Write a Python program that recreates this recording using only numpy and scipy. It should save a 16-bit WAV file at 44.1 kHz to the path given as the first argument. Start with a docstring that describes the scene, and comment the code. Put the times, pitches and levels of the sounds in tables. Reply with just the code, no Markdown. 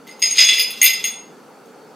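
"""Close by the tile floor of a kitchen, over the room's steady hum and two faint wavering whines,
a hand gathers broken glass. One large shard is dragged, as random slips that ring its modes, and knocked
and tapped, as clicks that ring the same modes; both add bursts of noise. Early echoes and two random
tails make the room, and peaks that reach the input stage's ceiling are clipped. Last, the hum remains."""
import sys
import numpy as np
from scipy import signal
from scipy.fft import rfft, irfft
from scipy.io import wavfile
from scipy.ndimage import uniform_filter1d

SR = 44100
rng = np.random.default_rng(int(sys.argv[2]) if len(sys.argv) > 2 else 0)


def gain_from_db(level_db):
    """Turn a decibel level (scalar or array-like) into a linear amplitude factor."""
    decades = np.asarray(level_db, float) / 20
    return 10 ** decades


def dump(signal):
    """Clip the signal to [-1, 1] and save it as 16-bit WAV at the path in sys.argv[1]."""
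    limited = np.clip(np.atleast_2d(signal).T, -1, 1)
    pcm = np.round(limited * 32767).astype(np.int16)
    wavfile.write(sys.argv[1], SR, pcm)


N = 85995  # samples, 1.95 s


def evened(x):
    """Scales a signal to an rms of 1."""
    return x / np.sqrt(np.mean(x ** 2) + 1e-20)


def read(points, hz):
    """Reads a (Hz, value) curve along a logarithmic frequency axis."""
    f, value = np.transpose(points)
    return np.interp(np.log(hz + 1), np.log(f + 1), value)


def shaped_noise(gain):
    """White noise filtered by a gain for each frequency bin."""
    return irfft(rfft(rng.standard_normal(N)) * gain, N)


def hum():
    """The kitchen's steady coloured noise, lightly patchy and partly alike left and right, and its whines."""
    # Spectrum of the hum. Each row: frequency in Hz, relative level in dB.
    hum_colour = [(15, -81), (25, -48), (107, -49.5), (174, -3), (275, 1), (298, -1), (323, -9.5), (423, 3),
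                  (668, -9.5), (807, -3.5), (1060, -10.5), (1310, -7.5), (1910, -19.5), (4170, -25.5),
                  (4520, -24.5), (6960, -27), (15600, -35)]
    # How alike the two channels are. Each row: frequency in Hz, left-right likeness from 0 to 1.
    hum_likeness = [(60, 0.76), (240, 0.9), (950, 0.86), (3770, 0.76), (15000, 0.31)]
    hum_db, patch_db = -44, 1.2  # rms levels
    frames, hz = N // 256 + 5, np.fft.rfftfreq(1024, 1 / SR)
    a, b, c, d, patches = rng.standard_normal((frames, 513, 5)).T
    patches = uniform_filter1d(patches, 10, 0)  # over frequency bins
    patches = evened(uniform_filter1d(patches, 12, 1))  # over frames
    same = read(hum_likeness, hz)[:, None]
    left, other = a + 1j * b, c + 1j * d
    z = np.array([left, same * left + np.sqrt(1 - same ** 2) * other])
    z = z * gain_from_db(read(hum_colour, hz)[:, None] + patch_db * patches)
    noise = signal.istft(z, nperseg=1024, noverlap=768)[1][:, :N]
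    return gain_from_db(hum_db) * evened(noise) + whines()


def whines():
    """Two faint wavering tones, each a narrow band of noise, equal left and right."""
    # Centre of each whine in Hz.
    whine_centres = [4480, 5990]
    # Each row: width in Hz, rms level in dB.
    whine_bands = [(50, -67), (60, -76)]
    hz = np.fft.rfftfreq(N, 1 / SR)
    out = np.zeros(N)
    for centre, (width, db) in zip(whine_centres, whine_bands):
        out += gain_from_db(db) * evened(shaped_noise(np.exp(-((hz - centre) / width) ** 2)))
    return out


def drag_slips():
    """Dragging over tile is a random train of slips of uneven strength, drawn for each mode family."""
    # Loudness of the drag. Each row: time in seconds, relative level in dB.
    drag_level = [(.05, -78), (.075, -51), (.13, -73.5), (.2, -65), (.28, -40), (.34, -48.5), (.375, -27.5),
                  (.42, -24), (.47, -37), (.5, -29), (.555, -37), (.6, -37), (.64, -48), (.68, -53),
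                  (.8, -49), (.86, -30.5), (.95, -51), (1.03, -47), (1.07, -42), (1.15, -73.5), (1.25, -90)]
    slips_per_s, spread_db = 300, 5.5
    level = gain_from_db(np.interp(np.arange(N) / SR, *np.transpose(drag_level)))
    shape = (5, N)  # five families of modes
    strength = gain_from_db(spread_db * np.minimum(rng.exponential(1, shape), 4))
    return level * strength * (rng.random(shape) < slips_per_s / SR)


def knocks():
    """Each knock is one click into every mode family, and one summed blow for the crack."""
    # Each row: start in seconds, then how strongly each family of modes is struck in relative dB:
    # fourth family, lowest, second, third, highest.
    knock_list = [(0.0687, -54.5, -39, -43, -81, -44), (0.0904, -39, -33.5, -66, -47, -57.5),
                  (0.1106, -38, -50, -45, -36.5, -50), (0.1935, -35.5, -50, -51, -50.5, -43.5),
                  (0.2184, -16.5, -41, -19, -17, -34), (0.2234, -5.5, -20.5, -39, -8, -49.5),
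                  (0.2369, -23, -17.5, -20, -12, -37.5), (0.2574, -9, -44, -24.5, -14, -51),
                  (0.3082, -9, -43, -33, -34.5, -36), (0.3244, -22.5, -29, -30.5, -21, -35.5),
                  (0.3586, -22, -33.5, -20.5, -17.5, -42), (0.3814, -18, -13, -22, -1, -34),
                  (0.3885, -14.5, -8.5, -5.5, -1.5, -35.5), (0.4114, -13, -22, -12, -2.5, -41),
                  (0.4194, -12, -27, -10, -16, -35), (0.4444, -14, -30, -10.5, -10.5, -33),
                  (0.4674, -10, -24.5, -21.5, -22, -37), (0.4884, -12.5, -11, -3.5, -16, -39.5),
                  (0.5297, -44, -22.5, -11.5, -15.5, -32), (0.5694, -24, -27, -19.5, -15, -32.5),
                  (0.5814, -36, -13.5, -16, -17, -24), (0.5944, -25.5, -28, -10, -4.5, -18),
                  (0.6114, -23, -37, -17, -10, -19), (0.7034, -36, -41, -24, -25, -27),
                  (0.8149, 0, -8, -25, -24, -18.5), (0.8274, -10.5, -5.5, -21.5, -23, -4),
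                  (0.8414, -8, -14, -6, -21, -4.5), (0.8614, -22, -25, -5.5, -8.5, -14.5),
                  (0.8779, -16, -57, -22.5, -18, -32), (0.9363, -18.5, -23, -37, -23, -37),
                  (1.0399, -9, -22, -15, -42, -24.5), (1.0514, -33, -20, -23.5, -23, -28),
                  (1.1094, -42, -39, -70, -56.5, -59), (1.6566, -51.5, -69.5, -66, -76, -58),
                  (1.8594, -72, -68.5, -62, -55, -71)]
    # How much each family's blow adds to the crack, lowest family first (plain factors).
    crack_share = [0.38, 0.91, 0.57, 0.54, .45]
    clicks, blows = np.zeros((5, N)), np.zeros(N)
    for s, fourth_db, low_db, second_db, third_db, high_db in knock_list:
        at = round(s * SR)
        levels = gain_from_db(np.array([low_db, second_db, third_db, fourth_db, high_db]))
        clicks[:, at] += levels
        blows[at] += np.linalg.norm(levels * crack_share)
    return clicks, blows


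def chattered(blows):
    """Spreads each blow over the short, dying chatter of the edges."""
    contact_s = 0.006  # time constant
    chatter = np.exp(-np.arange(400) / SR / contact_s)
    return signal.fftconvolve(blows, chatter / np.linalg.norm(chatter))[:N]


def crack(size, colour):
    """Bursts of coloured noise that start with each click and die fast."""
    t60 = 0.028  # s
    t = np.arange(SR // 8) / SR
    power = np.abs(signal.fftconvolve(size ** 2, gain_from_db(-120 * t / t60))[:N])
    noise = shaped_noise(gain_from_db(read(colour, np.fft.rfftfreq(N, 1 / SR))))
    return evened(noise) * np.sqrt(power)


def ring(hz, db, t60):
    """One click into one mode: a sine that builds during contact, then falls at two speeds."""
    rise_s = 0.0011
    damped_db, damped_t60 = -1, 0.019  # the part that dies at once against tile and fingers
    t = np.arange(SR // 2) / SR
    fall = gain_from_db(db - 60 * t / t60) + gain_from_db(db + damped_db - 60 * t / damped_t60)
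    return (1 - np.exp(-t / rise_s)) ** 2 * fall * np.sin(2 * np.pi * hz * t)


def waver(depth):
    """The shard rocks, so a mode's gain wanders about 1, by an rms of depth."""
    flutter_hz = 35
    n = N // 64 + 1  # one point every 64 samples
    hz = np.fft.rfftfreq(n, 64 / SR)
    slow = irfft(rfft(rng.standard_normal(n)) * np.exp(-(hz / flutter_hz) ** 2), n)
    return 1 + depth * np.interp(np.arange(N) / 64, np.arange(len(slow)), evened(slow))


def shard():
    """Knocks and the slips of dragging ring the same modes, and both add bursts of noise."""
    # The shard's modes: one row for each family, lowest first, holding the frequencies in Hz.
    modes_hz = [
        [2056, 2075, 2215],
        [2455, 2610, 2713, 2840, 3432, 3494, 4020],
        [4860, 4959, 5016],
        [6490, 6518, 8660, 8705, 10020],
        [10034, 12496, 13090, 13972, 14535],
    ]
    # The same modes in the same order. 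Each entry: relative strength in dB, ring T60 in seconds.
    mode_rings = [
        [(-6, .15), (-12, .12), (-16, .12)],
        [(-15, .07), (-12, .08), (-9, .09), (-14, .07), (-11, .23), (-14, .2), (-20, .1)],
        [(-18, .12), (-9, .16), (-7, .2)],
        [(-12, .14), (-8, .17), (-24, .15), (-20, .2), (-26, .2)],
        [(-8.5, .21), (-12, .17), (-30, .1), (-10, .16), (-7, .12)],
    ]
    # How deeply each family's loudness wavers, lowest first (rms factor).
    flutter_depth = [.08, .15, .1, .15, .35]
    # How strongly the drag drives each family, lowest first (relative dB).
    drag_family_db = [-21.5, -5, -17, -1, -16.5]
    # Noise of the knocks. Each row: frequency in Hz, relative level in dB.
    crack_colour = [(1000, -19), (1600, -22.5), (2200, 14.5), (3200, 8.5), (5000, 0.5), (7000, 0.5),
                    (8500, -20.5), (11000, -21), (14500, -28), (15800, -52.5)]
    # Treble noise of knocks on the thin edge. 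Each row: frequency in Hz, relative level in dB.
    fizz_colour = [(8000, -25.5), (10000, 1.5), (11200, -38), (12500, -4.5), (13300, -2), (14300, 3),
                   (15200, -2.5), (15900, -22.5)]
    # Noise of the slips. Each row: frequency in Hz, relative level in dB.
    grit_colour = [(1000, -25), (1500, -9), (2300, -10.5), (3300, 1.5), (5000, -2), (7000, -10),
                   (9000, -15.5), (11000, -27), (12500, -22.5), (14500, -19.5), (15800, -50)]
    crack_db, fizz_db, grit_db = -8, -16.5, -10.5  # gains
    fizz_power = 0.8  # soft knocks are noisier up high, hard ones ring cleaner
    slips = drag_slips()
    clicks, blows = knocks()
    out = gain_from_db(crack_db) * crack(chattered(blows), crack_colour)
    out += gain_from_db(fizz_db) * crack(chattered(clicks[-1] ** fizz_power), fizz_colour)
    out += gain_from_db(grit_db) * crack(slips.sum(0), grit_colour)
    for k, family in enumerate(modes_hz):
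        drive = clicks[k] + gain_from_db(drag_family_db[k]) * slips[k]
        for hz, (db, t60) in zip(family, mode_rings[k]):
            ringing = signal.fftconvolve(drive, ring(hz, db, t60))[:N]
            out += waver(flutter_depth[k]) * ringing
    return out


def kitchen(x):
    """Direct sound and early echoes; the moving hand feeds two different tails in turn."""
    # Early echoes. Each row: delay in seconds, left level in dB, right level in dB, against the direct sound.
    early_echoes = [(.0021, -18.5, -18.5), (.0064, -11, -10.5), (.011, -13, -9.5), (.017, -18, -24)]
    hand_turns_per_s = 1.2
    near = np.zeros((2, SR // 20))
    near[:, 0] = 1
    for s, left_db, right_db in early_echoes:
        near[:, round(s * SR)] = gain_from_db(np.array([left_db, right_db]))
    turn = 2 * np.pi * hand_turns_per_s * np.arange(N) / SR
    paths = [(x, near), (x * np.cos(turn), tail()), (x * np.sin(turn), tail())]
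    return sum(signal.fftconvolve(v[None], taps, axes=1)[:, :N] for v, taps in paths)


def tail():
    """Sparse random taps whose bands die at their own speeds, nearly alike left and right."""
    # Decay of the room. Each row: frequency in Hz, T60 in seconds.
    room_t60 = [(1500, .45), (4000, .42), (8000, .33), (11000, .27), (15000, .19)]
    room_db, same = -3, 0.93  # gain; left-right likeness
    taps = np.zeros((2, SR // 2))
    slots = np.arange(200, SR // 2 - 20, 20)
    at = slots + rng.integers(0, 20, (2, len(slots)))  # one tap somewhere in each slot
    np.put_along_axis(taps, at, rng.choice([-1., 1.], at.shape), 1)
    hz, t, z = signal.stft(taps, SR, nperseg=256)
    fall = gain_from_db(-60 * t / read(room_t60, hz)[:, None])
    a, b = signal.istft(z * fall, SR, nperseg=256)[1]
    pair = np.array([a, same * a + np.sqrt(1 - same ** 2) * b])
    return gain_from_db(room_db) * pair / np.linalg.norm(a)


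def scene():
    """The shard in its kitchen, a touch louder on the left, over the hum."""
    balance_db = np.array([[.2], [-.2]])  # left, right
    return kitchen(shard()) * gain_from_db(balance_db) + hum()


def top_cut(x):
    """Nothing passes above the cut-off."""
    return signal.sosfilt(signal.butter(12, 15760, fs=SR, output="sos"), x)


def record(dry):
    """The microphone's input stage clips, a little sooner on the negative side."""
    clipped = np.clip(dry, -0.97, 1.0)
    return top_cut(clipped)


dry = scene()
out = record(dry)
dump(out)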